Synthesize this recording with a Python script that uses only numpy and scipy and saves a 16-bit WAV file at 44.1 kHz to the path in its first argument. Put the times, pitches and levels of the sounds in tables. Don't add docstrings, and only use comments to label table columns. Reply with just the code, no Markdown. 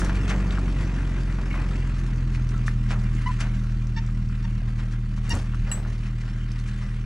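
import sys
import numpy as np
from scipy import signal
from scipy.fft import rfft, irfft, next_fast_len
from scipy.io import wavfile
from scipy.ndimage import uniform_filter1d, map_coordinates

SR = 44100
rng = np.random.default_rng(int(sys.argv[2]) if len(sys.argv) > 2 else 0)


def transcribe(u):
    v = np.clip(np.atleast_2d(u).T, -1, 1)
    q = np.round(v * 32767).astype(np.int16)
    wavfile.write(sys.argv[1], SR, q)


N = 310905
TIME = np.arange(N) / SR


def gain_of(db):
    return 10 ** (np.asarray(db) / 20)


def evened(x):
    return x / np.sqrt(np.mean(x ** 2) + 1e-20)


def read(points, hz):
    pitches, values = np.transpose(points)
    return np.interp(np.log(hz + 1), np.log(pitches + 1), values)


def add(mix, start_s, sound):
    start = round(start_s * SR)
    sound = sound[max(-start, 0):]
    part = mix[max(start, 0):][:len(sound)]
    part += sound[:len(part)]


def filtered(x, response):
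    size = next_fast_len(len(x) + 4096)
    return irfft(rfft(x, size) * response(np.fft.rfftfreq(size, 1 / SR)), size)[..., :len(x)]


def coloured(x, spectrum):
    return evened(filtered(x, lambda hz: gain_of(read(spectrum, hz))))


def noise(size, spectrum):
    return coloured(rng.standard_normal(size), spectrum)


def wander(rate_hz, step=1):
    slow = TIME[::64]
    drift = evened(map_coordinates(rng.standard_normal(1024), [slow * rate_hz * 2], mode="wrap"))
    return np.interp(TIME[::step], slow, drift)


def patchy(x, depth_db, bands, frames=7):
    slices = signal.stft(x, SR, nperseg=512)[2]
    patches = uniform_filter1d(rng.standard_normal(slices.shape), bands, axis=0)
    patches = evened(uniform_filter1d(patches, frames, axis=1))
    return evened(signal.istft(slices * gain_of(depth_db * patches), SR, nperseg=512)[1][:N])


def distance_db(time_s, start_m=4.54, metres_per_s=1.064):
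    return -20 * np.log10(1 + metres_per_s * time_s / start_m)


# pitch_hz, lead_radians
LEFT_LEAD = [(1050, 0), (1700, -.5), (3100, -1.65), (4000, -.7), (4800, .05), (5500, .15), (7700, -.6),
             (10000, -.2), (11000, -1.3), (13500, -1.3)]
# pitch_hz, level_db
LEFT_BOOST = [(330, 0), (570, -1.6), (1000, .2), (1550, 2.6), (2250, 2.8), (2850, 0), (3600, -4.5),
              (4750, -4.5), (5400, 0), (6500, 3.4), (9300, 1), (10700, 6), (12000, 3)]
# pitch_hz, level_db
ECHO_COLOUR = [(70, -42.5), (160, -68.5), (350, -15.5), (1000, -20.5), (2500, -10.5), (4000, -14.5),
               (6000, -6), (12000, -2)]
def orchard(x, fade_s=0.16):
    def left_over_right(hz):
        return gain_of(read(LEFT_BOOST, hz)) * np.exp(1j * read(LEFT_LEAD, hz))
    direct = filtered(x, lambda hz: left_over_right(hz) ** np.array([[.5], [-.5]]))
    echoes = rng.standard_normal((2, SR // 4)) * gain_of(-60 * TIME[:SR // 4] / fade_s)
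    echoes /= np.linalg.norm(echoes, axis=1, keepdims=True)
    scattered = filtered(x, lambda hz: gain_of(read(ECHO_COLOUR, hz)))
    return direct + signal.oaconvolve(scattered[None], echoes, axes=1)[:, :N]


# middle_s, length_s, chassis_swell_db, grit_swell_db
RUTS = [(1.8, 1.6, 1.4, 1.5), (2.59, 0.32, 3, -1), (3.32, 1.3, 3.5, 5), (4.898, 0.23, 3.5, 2),
        (5.346, 0.3, 6.5, 16), (5.828, 1.38, 4, 4.5), (6.273, 0.24, 3.5, 3), (6.716, 1.1, 4.5, 6)]
def ruts():
    chassis_db, grit_db = np.zeros((2, N))
    for middle_s, length_s, chassis_swell_db, grit_swell_db in RUTS:
        arch = np.hanning(int(length_s * SR))
        add(chassis_db, middle_s - length_s / 2, chassis_swell_db * arch)
        add(grit_db, middle_s - length_s / 2, grit_swell_db * arch)
    return chassis_db, grit_db


# pitch_hz, level_db
GRIT_COLOUR = [(500, -10), (1500, 6), (3300, -0.5), (4800, 1), (6400, -1.5), (7800, -6), (8400, -8.5),
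               (10200, -12.5), (11400, -22), (14000, -29.5), (16000, -39)]
def grit(firings, level_db, cracks_per_s=1200):
    sizes = gain_of(3.6 * np.minimum(rng.exponential(1, N), 4)) * rng.choice([-1, 1], N)
    cracks = evened(sizes * (rng.random(N) < cracks_per_s / SR))
    hiss = .81 * rng.standard_normal(N) * np.exp(.5 * np.cos(2 * np.pi * firings))
    clumps = gain_of(1.7 * wander(45))
    crunch = coloured((cracks + hiss) * clumps, GRIT_COLOUR)
    return gain_of(level_db) * patchy(crunch, depth_db=2.4, bands=7)


# pitch_hz, level_db
RUMBLE_COLOUR = [(60, -2), (150, 1), (260, 2), (350, 0.5), (410, -6.5), (520, -11), (780, -15.5),
                 (1200, -18), (3000, -60)]
def rumble(level_db):
    return gain_of(level_db + .5 * wander(5.7)) * noise(N, RUMBLE_COLOUR)


# middle_s, length_s, level_db, pitch_hz
CREAKS = [(.28, .7, -46, 435), (.32, .18, -41, 345), (1.512, .024, -38, 2230), (1.514, .022, -44, 2780),
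          (1.545, .07, -43, 2160), (1.559, .04, -39.5, 1030), (1.591, .035, -45, 2480),
          (2.557, 0.1, -46, 1322), (3.075, .06, -49, 2340), (3.187, 0.016, -40, 2140),
          (6.419, 0.12, -54.5, 3050), (6.838, 0.086, -52, 2012)]
def creaks(mix):
    unsteady = [(100, 0), (300, -6), (900, -40)]
    for middle_s, length_s, level_db, hz in CREAKS:
        size = int(length_s * SR)
        waver = noise(SR, unsteady)[:size]
        slips = np.exp(.45 * noise(SR, unsteady)[:size])
        tone = np.sin(2 * np.pi * np.cumsum(hz * (1 + .026 * waver)) / SR)
        add(mix, middle_s - length_s / 2, gain_of(level_db) * evened(tone * slips) * np.hanning(size))


def ring(level_db, hz, fade_s):
    t = TIME[:SR]
    return gain_of(level_db - 60 * t / fade_s) * np.sin(2 * np.pi * hz * t)


# pitch_hz, offset_db, fade_s
STEEL_TONES = [(1850, -5, .04), (2830, -1.5, .04), (4030, -8, .035), (6045, -26, .25), (7750, 0, .15),
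               (10425, -12, .1), (11920, -38, .4), (12080, -38, .4), (13580, -26, .11)]
def steel_ping(mix, start_s=5.7155, level_db=-26.5):
    for hz, offset_db, fade_s in STEEL_TONES:
        add(mix, start_s, ring(level_db + offset_db, hz, fade_s))


# pitch_hz, level_db
SPRING_COLOUR = [(450, -20), (900, -9), (1400, -8), (1840, 1), (2100, -8), (2330, 1), (2700, -8), (2790, 2),
                 (3200, -16), (3620, -5), (3730, -16), (4150, -14), (4600, -6), (5100, -15), (5500, -6),
                 (6400, -17), (7400, -24), (8500, -36)]
# start_s, length_s, level_db, pitch_hz, glide_share, rasp_0_to_1, stutter_0_to_1,
# brightness_db_per_octave
SQUEAKS = [(3.258, .027, -28.3, 1000, .06, .2, .1, -.8), (3.283, .033, -31, 1002, -.015, .02, 0, -3),
           (3.959, .04, -35.7, 910, .025, .8, .85, .3), (4.438, .022, -42.5, 918, -.02, .8, .3, .7),
           (5.298, .036, -29.5, 932, -.04, 1, .25, 2.3)]
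def squeaks(mix):
    for start_s, length_s, level_db, hz, glide, rasp, stutter, brightness in SQUEAKS:
        size = int(length_s * SR)
        waver = .017 * np.sqrt(rasp) * noise(4096, [(120, 0), (400, -14), (1200, -50)])[:size]
        cycles = np.cumsum(hz * (1 + glide * np.linspace(-.5, .5, size) + waver)) / SR
        midway = stutter * np.hanning(size) ** 2
        tones = 0
        for multiple in np.arange(2, 18) / 2:
            unsteady = noise(8192, [(70, 0), (200, -10), (600, -26), (2000, -60)]).reshape(2, -1)
            flare, jitter = unsteady[:, :size] * np.sqrt(rasp) * min(multiple / 2, 1)
            strength = (midway if multiple % 1 else 1) * rasp ** np.log10(multiple ** 2)
            strength *= gain_of(brightness * np.log2(multiple) + 6 * np.tanh(flare))
            smear = multiple ** 2
            tones += strength * np.sin(2 * np.pi * multiple * cycles + smear + .45 * jitter)
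        scrape = np.pad(tones * signal.windows.tukey(size, .5), (0, 2048))

        def spring(f):
            ring_on = 1 + 3 * rasp / (1 + 1j * (f - hz) / 18)
            return gain_of(read(SPRING_COLOUR, f)) * ring_on
        sound = filtered(scrape, spring)
        add(mix, start_s, gain_of(level_db) * sound / np.sqrt(np.sum(sound ** 2) / (.66 * size)))


# start_s, level_db, pitch_hz, fade_s
THUMPS = [(3.148, -35, 295, 0.14), (5.332, -16.5, 86, 0.24), (5.348, -29, 232, 0.11),
          (5.6, -24.5, 34.7, 0.47), (5.72, -36, 29, 0.81)]
def thumps(mix):
    for start_s, level_db, hz, fade_s in THUMPS:
        add(mix, start_s, ring(level_db, hz, fade_s))


# pitch_hz, level_db
RATTLE_COLOUR = [(100, 4), (400, -5.5), (750, -2), (1300, 3), (2300, 2.5), (3300, -4), (6400, -7.5),
                 (8500, -15), (10500, -23.5), (11700, -40), (14300, -41), (16000, -50)]
# pitch_hz, fade_s
RATTLE_FADE = [(300, 0.49), (1400, 0.25), (3000, 0.14), (7000, 0.063), (14000, 0.099)]
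def rattle(mix, peak_s, level_db, rise_s, brightness, lead_s=.1):
    size = SR // 3
    hiss = rng.standard_normal(size)
    grains = np.exp(.27 * rng.standard_normal(size).repeat(32)[:size])
    hz, t, slices = signal.stft(evened(hiss * grains), SR, nperseg=256)
    colour = evened(gain_of(read(RATTLE_COLOUR, hz) + brightness * np.log2(np.maximum(hz, 500) / 2200)))
    fade = gain_of(-60 * np.maximum(t - lead_s, 0) / read(RATTLE_FADE, hz)[:, None])
    sound = signal.istft(slices * colour[:, None] * fade, SR, nperseg=256)[1][:size]
    swell = np.exp(np.minimum(TIME[:size] - lead_s, 0) / rise_s)
    add(mix, peak_s - lead_s, gain_of(level_db) * sound * swell)


# peak_s, level_db, rise_s, brightness_db_per_octave
SHUDDERS = [(.004, -37, .0045, 8.5), (.021, -30.5, .002, -7), (0.046, -37.5, 0.0021, 7),
            (.094, -34, 0.0048, -3), (0.156, -41.5, .006, 2.5), (.246, -47, .003, 1),
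            (.281, -36, 0.0028, 0), (.299, -33, 0.006, 1), (.311, -31, .005, -3),
            (.524, -41.5, 0.0035, 0.5), (.82, -48, 0.013, 2), (1.387, -38, 0.0033, -6),
            (1.556, -36.5, 0.01, -4), (1.597, -38.5, 0.017, -5), (1.71, -38, .008, -14),
            (2.35, -42, 0.011, 1), (2.673, -41, 0.0082, 6.5), (2.914, -32, 0.014, -1),
            (3.408, -31.5, 0.0058, 2), (4.68, -46.5, 0.0067, -2), (4.798, -41, 0.013, -2),
            (4.925, -48.5, 0.011, 2), (5.175, -45.5, 0.0089, 0.5), (5.255, -43.5, .01, -1.5),
            (5.342, -30.5, 0.031, -9.5), (5.678, -37.5, 0.017, -4.5), (5.719, -39, 0.0021, -1.5),
            (5.775, -37.5, .0074, -11), (5.86, -41, 0.012, -8), (6.07, -46.5, .018, -0.5),
            (6.215, -48, 0.016, 0.5), (6.28, -48, .015, -3), (6.68, -50, 0.0099, 6), (6.825, -45, .008, -2)]
def shudders(mix):
    for peak_s, level_db, rise_s, brightness in SHUDDERS:
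        rattle(mix, peak_s, level_db, rise_s, brightness)
        rattle(mix, peak_s + .027, level_db - 7.5, rise_s=.0091, brightness=brightness - 8.5)


def tap(level_db, hz, rise_cycles, tail, tail_s):
    t = TIME[:2048]
    age = t * hz / rise_cycles
    blow = age * np.exp(1 - age) * np.sin(2 * np.pi * hz * t)
    echoes = rng.standard_normal(len(t)) * np.exp(-t / tail_s) * np.sqrt(hz / SR)
    return gain_of(level_db) * (blow + tail * signal.fftconvolve(blow, echoes)[:len(t)])


def by_chance(per_s, level_db, hz, spread_db=3, octaves=0.22):
    draws = rng.random((64, 3))
    times = np.cumsum(2 * draws[:, 0]) / per_s
    return [(s, level_db + distance_db(s) + spread_db * size, hz * 2 ** (octaves * pitch))
            for s, (size, pitch) in zip(times, 2 * draws[:, 1:] - 1) if s < N / SR]


# start_s, level_db, pitch_hz
SNAPS = [(.508, -25.5, 3450), (2.491, -31, 5670), (3.15, -36.5, 6000), (3.871, -39, 5850),
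         (4.064, -40, 6040), (4.088, -48, 6500), (4.618, -43, 4500), (4.8044, -45, 3800),
         (5.1643, -39, 5640), (5.295, -24.5, 7460), (5.3097, -31, 8600), (5.3517, -26.5, 7840),
         (6.518, -33, 5760), (6.591, -39, 4400)]
def snaps(mix):
    for start_s, level_db, hz in SNAPS + by_chance(per_s=1.4, level_db=-37, hz=5600):
        add(mix, start_s, tap(level_db, hz, rise_cycles=.59, tail=.3, tail_s=.0039))


# start_s, level_db, pitch_hz
KNOCKS = [(0.0182, -19, 1420), (0.0956, -21, 1550), (0.3101, -20.5, 2200), (.334, -27, 1400),
          (.347, -27, 1520), (.576, -24, 1450), (.584, -21.5, 1240), (1.386, -32, 1320), (1.542, -24, 1470),
          (1.578, -29, 1450), (1.602, -31, 1280), (2.35, -25.5, 2060), (2.6807, -16, 1600),
          (2.6824, -24, 1800), (4.089, -34, 1360), (4.297, -36.5, 1300), (4.345, -43, 1700),
          (4.618, -39, 576), (4.803, -35, 1450), (5.178, -35, 1200), (5.537, -33.5, 1300),
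          (5.546, -30.5, 1270), (5.85, -29.5, 1490), (5.861, -34, 1100)]
def knocks(mix):
    for start_s, level_db, hz in KNOCKS + by_chance(per_s=2.3, level_db=-35, hz=1420):
        add(mix, start_s, tap(level_db, hz, rise_cycles=.65, tail=.12, tail_s=.0094))


def fan(firings, level_db, cycles_per_firing=2.73):
    loudness = gain_of(level_db + 2 * wander(3))
    return loudness * evened(np.sin(2 * np.pi * cycles_per_firing * firings + .5 * wander(3)))


# pitch_hz, level_db
CLATTER_COLOUR = [(300, -19), (700, -13.5), (1050, 1), (1500, 2.5), (1900, 2.5), (2200, 0), (2750, -1),
                  (3300, -7.5), (5000, -19.5), (9000, -25), (15000, -69)]
def clatter(firings, level_db, octaves_per_s=0.026):
    beat = np.exp(.26 * np.cos(2 * np.pi * firings) + .08 * np.cos(4 * np.pi * firings))
    hz, t, slices = signal.stft(beat * rng.standard_normal(N), SR, nperseg=512)
    slide = 2 ** (octaves_per_s * (t - t.mean()))
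    colour = gain_of(read(CLATTER_COLOUR, hz[:, None] / slide))
    sound = signal.istft(slices * colour, SR, nperseg=512)[1][:N]
    sound = patchy(sound, depth_db=1.7, bands=3)
    return gain_of(level_db + 1.4 * wander(14)) * sound


# pitch_hz, level_db
GAS_COLOUR = [(10, -20), (28, -3), (60, 9.5), (110, 5.5), (165, 7.5), (200, 5.5), (240, -2.5), (320, -12),
              (450, -28.5), (1000, -61.5)]
def gas(level_db):
    return gain_of(level_db) * noise(N, GAS_COLOUR)


# pitch_hz, level_db
PIPE_COLOUR = [(20, -9), (39, 2), (48, 3.5), (79, -10.5), (93, -9.5), (122, 0.5), (131, -9), (142, -14),
               (158, -29), (172, -22.5), (187, -14), (198, -9.5), (220, -24), (240, -28), (270, -27),
               (320, -40.5), (400, -44), (650, -64)]
def exhaust(firings, firing_hz, throttle, gain_db, step=16):
    firings, firing_hz, throttle = firings[::step], firing_hz[::step], throttle[::step]
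    angle = 2 * np.pi * firings + .037 * wander(5.4, step)
    burn = .039 * wander(14, step)
    uneven = .05 + .018 * np.sqrt(throttle)
    puffs = 0
    for multiple in np.arange(1, 23) / 2:
        highness = np.clip(np.log(multiple) / np.log(5), 0, 1)
        sharpen_db = 7 * throttle * highness
        strength = gain_of(read(PIPE_COLOUR, multiple * firing_hz) + sharpen_db)
        strength *= 1 + highness * (burn + .046 * (1 + throttle) * wander(8.3, step))
        if multiple % 1:
            strength *= uneven * min(multiple, 4.5)
        smear = .1537 * (multiple - 1) ** 2 + 1.12 * throttle * (multiple - 1)
        puffs -= strength * np.cos(multiple * angle + smear)
    puffs *= gain_of(.42 * wander(4, step))
    return gain_of(gain_db) * signal.resample_poly(puffs, step, 1)[:N]


# time_s, firings_per_s
ENGINE_SPEED = [(0, 46.3), (.35, 47.45), (.95, 45.6), (1.2, 43.9), (1.7, 43.8), (1.95, 42.5), (2.45, 41.3),
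                (2.85, 39.85), (4.2, 39.45), (5.65, 39.3), (5.85, 38.7), (6.1, 39.55), (6.4, 39.8),
                (7.05, 39.7)]
def scene(idle_hz=39.92, rev_range_hz=6.94, turn_s=2.94):
    firing_hz = np.interp(TIME, *np.transpose(ENGINE_SPEED))
    firings = np.cumsum(firing_hz) / SR
    throttle = np.clip((firing_hz - idle_hz) / rev_range_hz, 0, 1)
    far_db = distance_db(TIME)
    chassis_db, grit_db = ruts()
    pipe_db = far_db - 3.5 * np.maximum(1 - (TIME / turn_s) ** 2, 0)
    mix = exhaust(firings, firing_hz, throttle, -19.5 + pipe_db)
    mix += gas(-31.5 + pipe_db)
    mix += fan(firings, -40 + far_db)
    mix += clatter(firings, -46.5 + far_db + 4.5 * throttle + chassis_db)
    mix += rumble(-42 + far_db + 8 * throttle + .35 * chassis_db)
    mix += grit(firings, -53 + far_db + 1.8 * throttle + grit_db)
    for play in (shudders, knocks, snaps, squeaks, creaks, thumps, steel_ping):
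        play(mix)
    return orchard(mix)


def record(dry, cutoff_hz=15650):
    treble_cut = signal.firwin(511, cutoff_hz, window=("kaiser", 9), fs=SR)
    return signal.oaconvolve(dry, treble_cut[None], "same")


dry = scene()
out = record(dry)
transcribe(out)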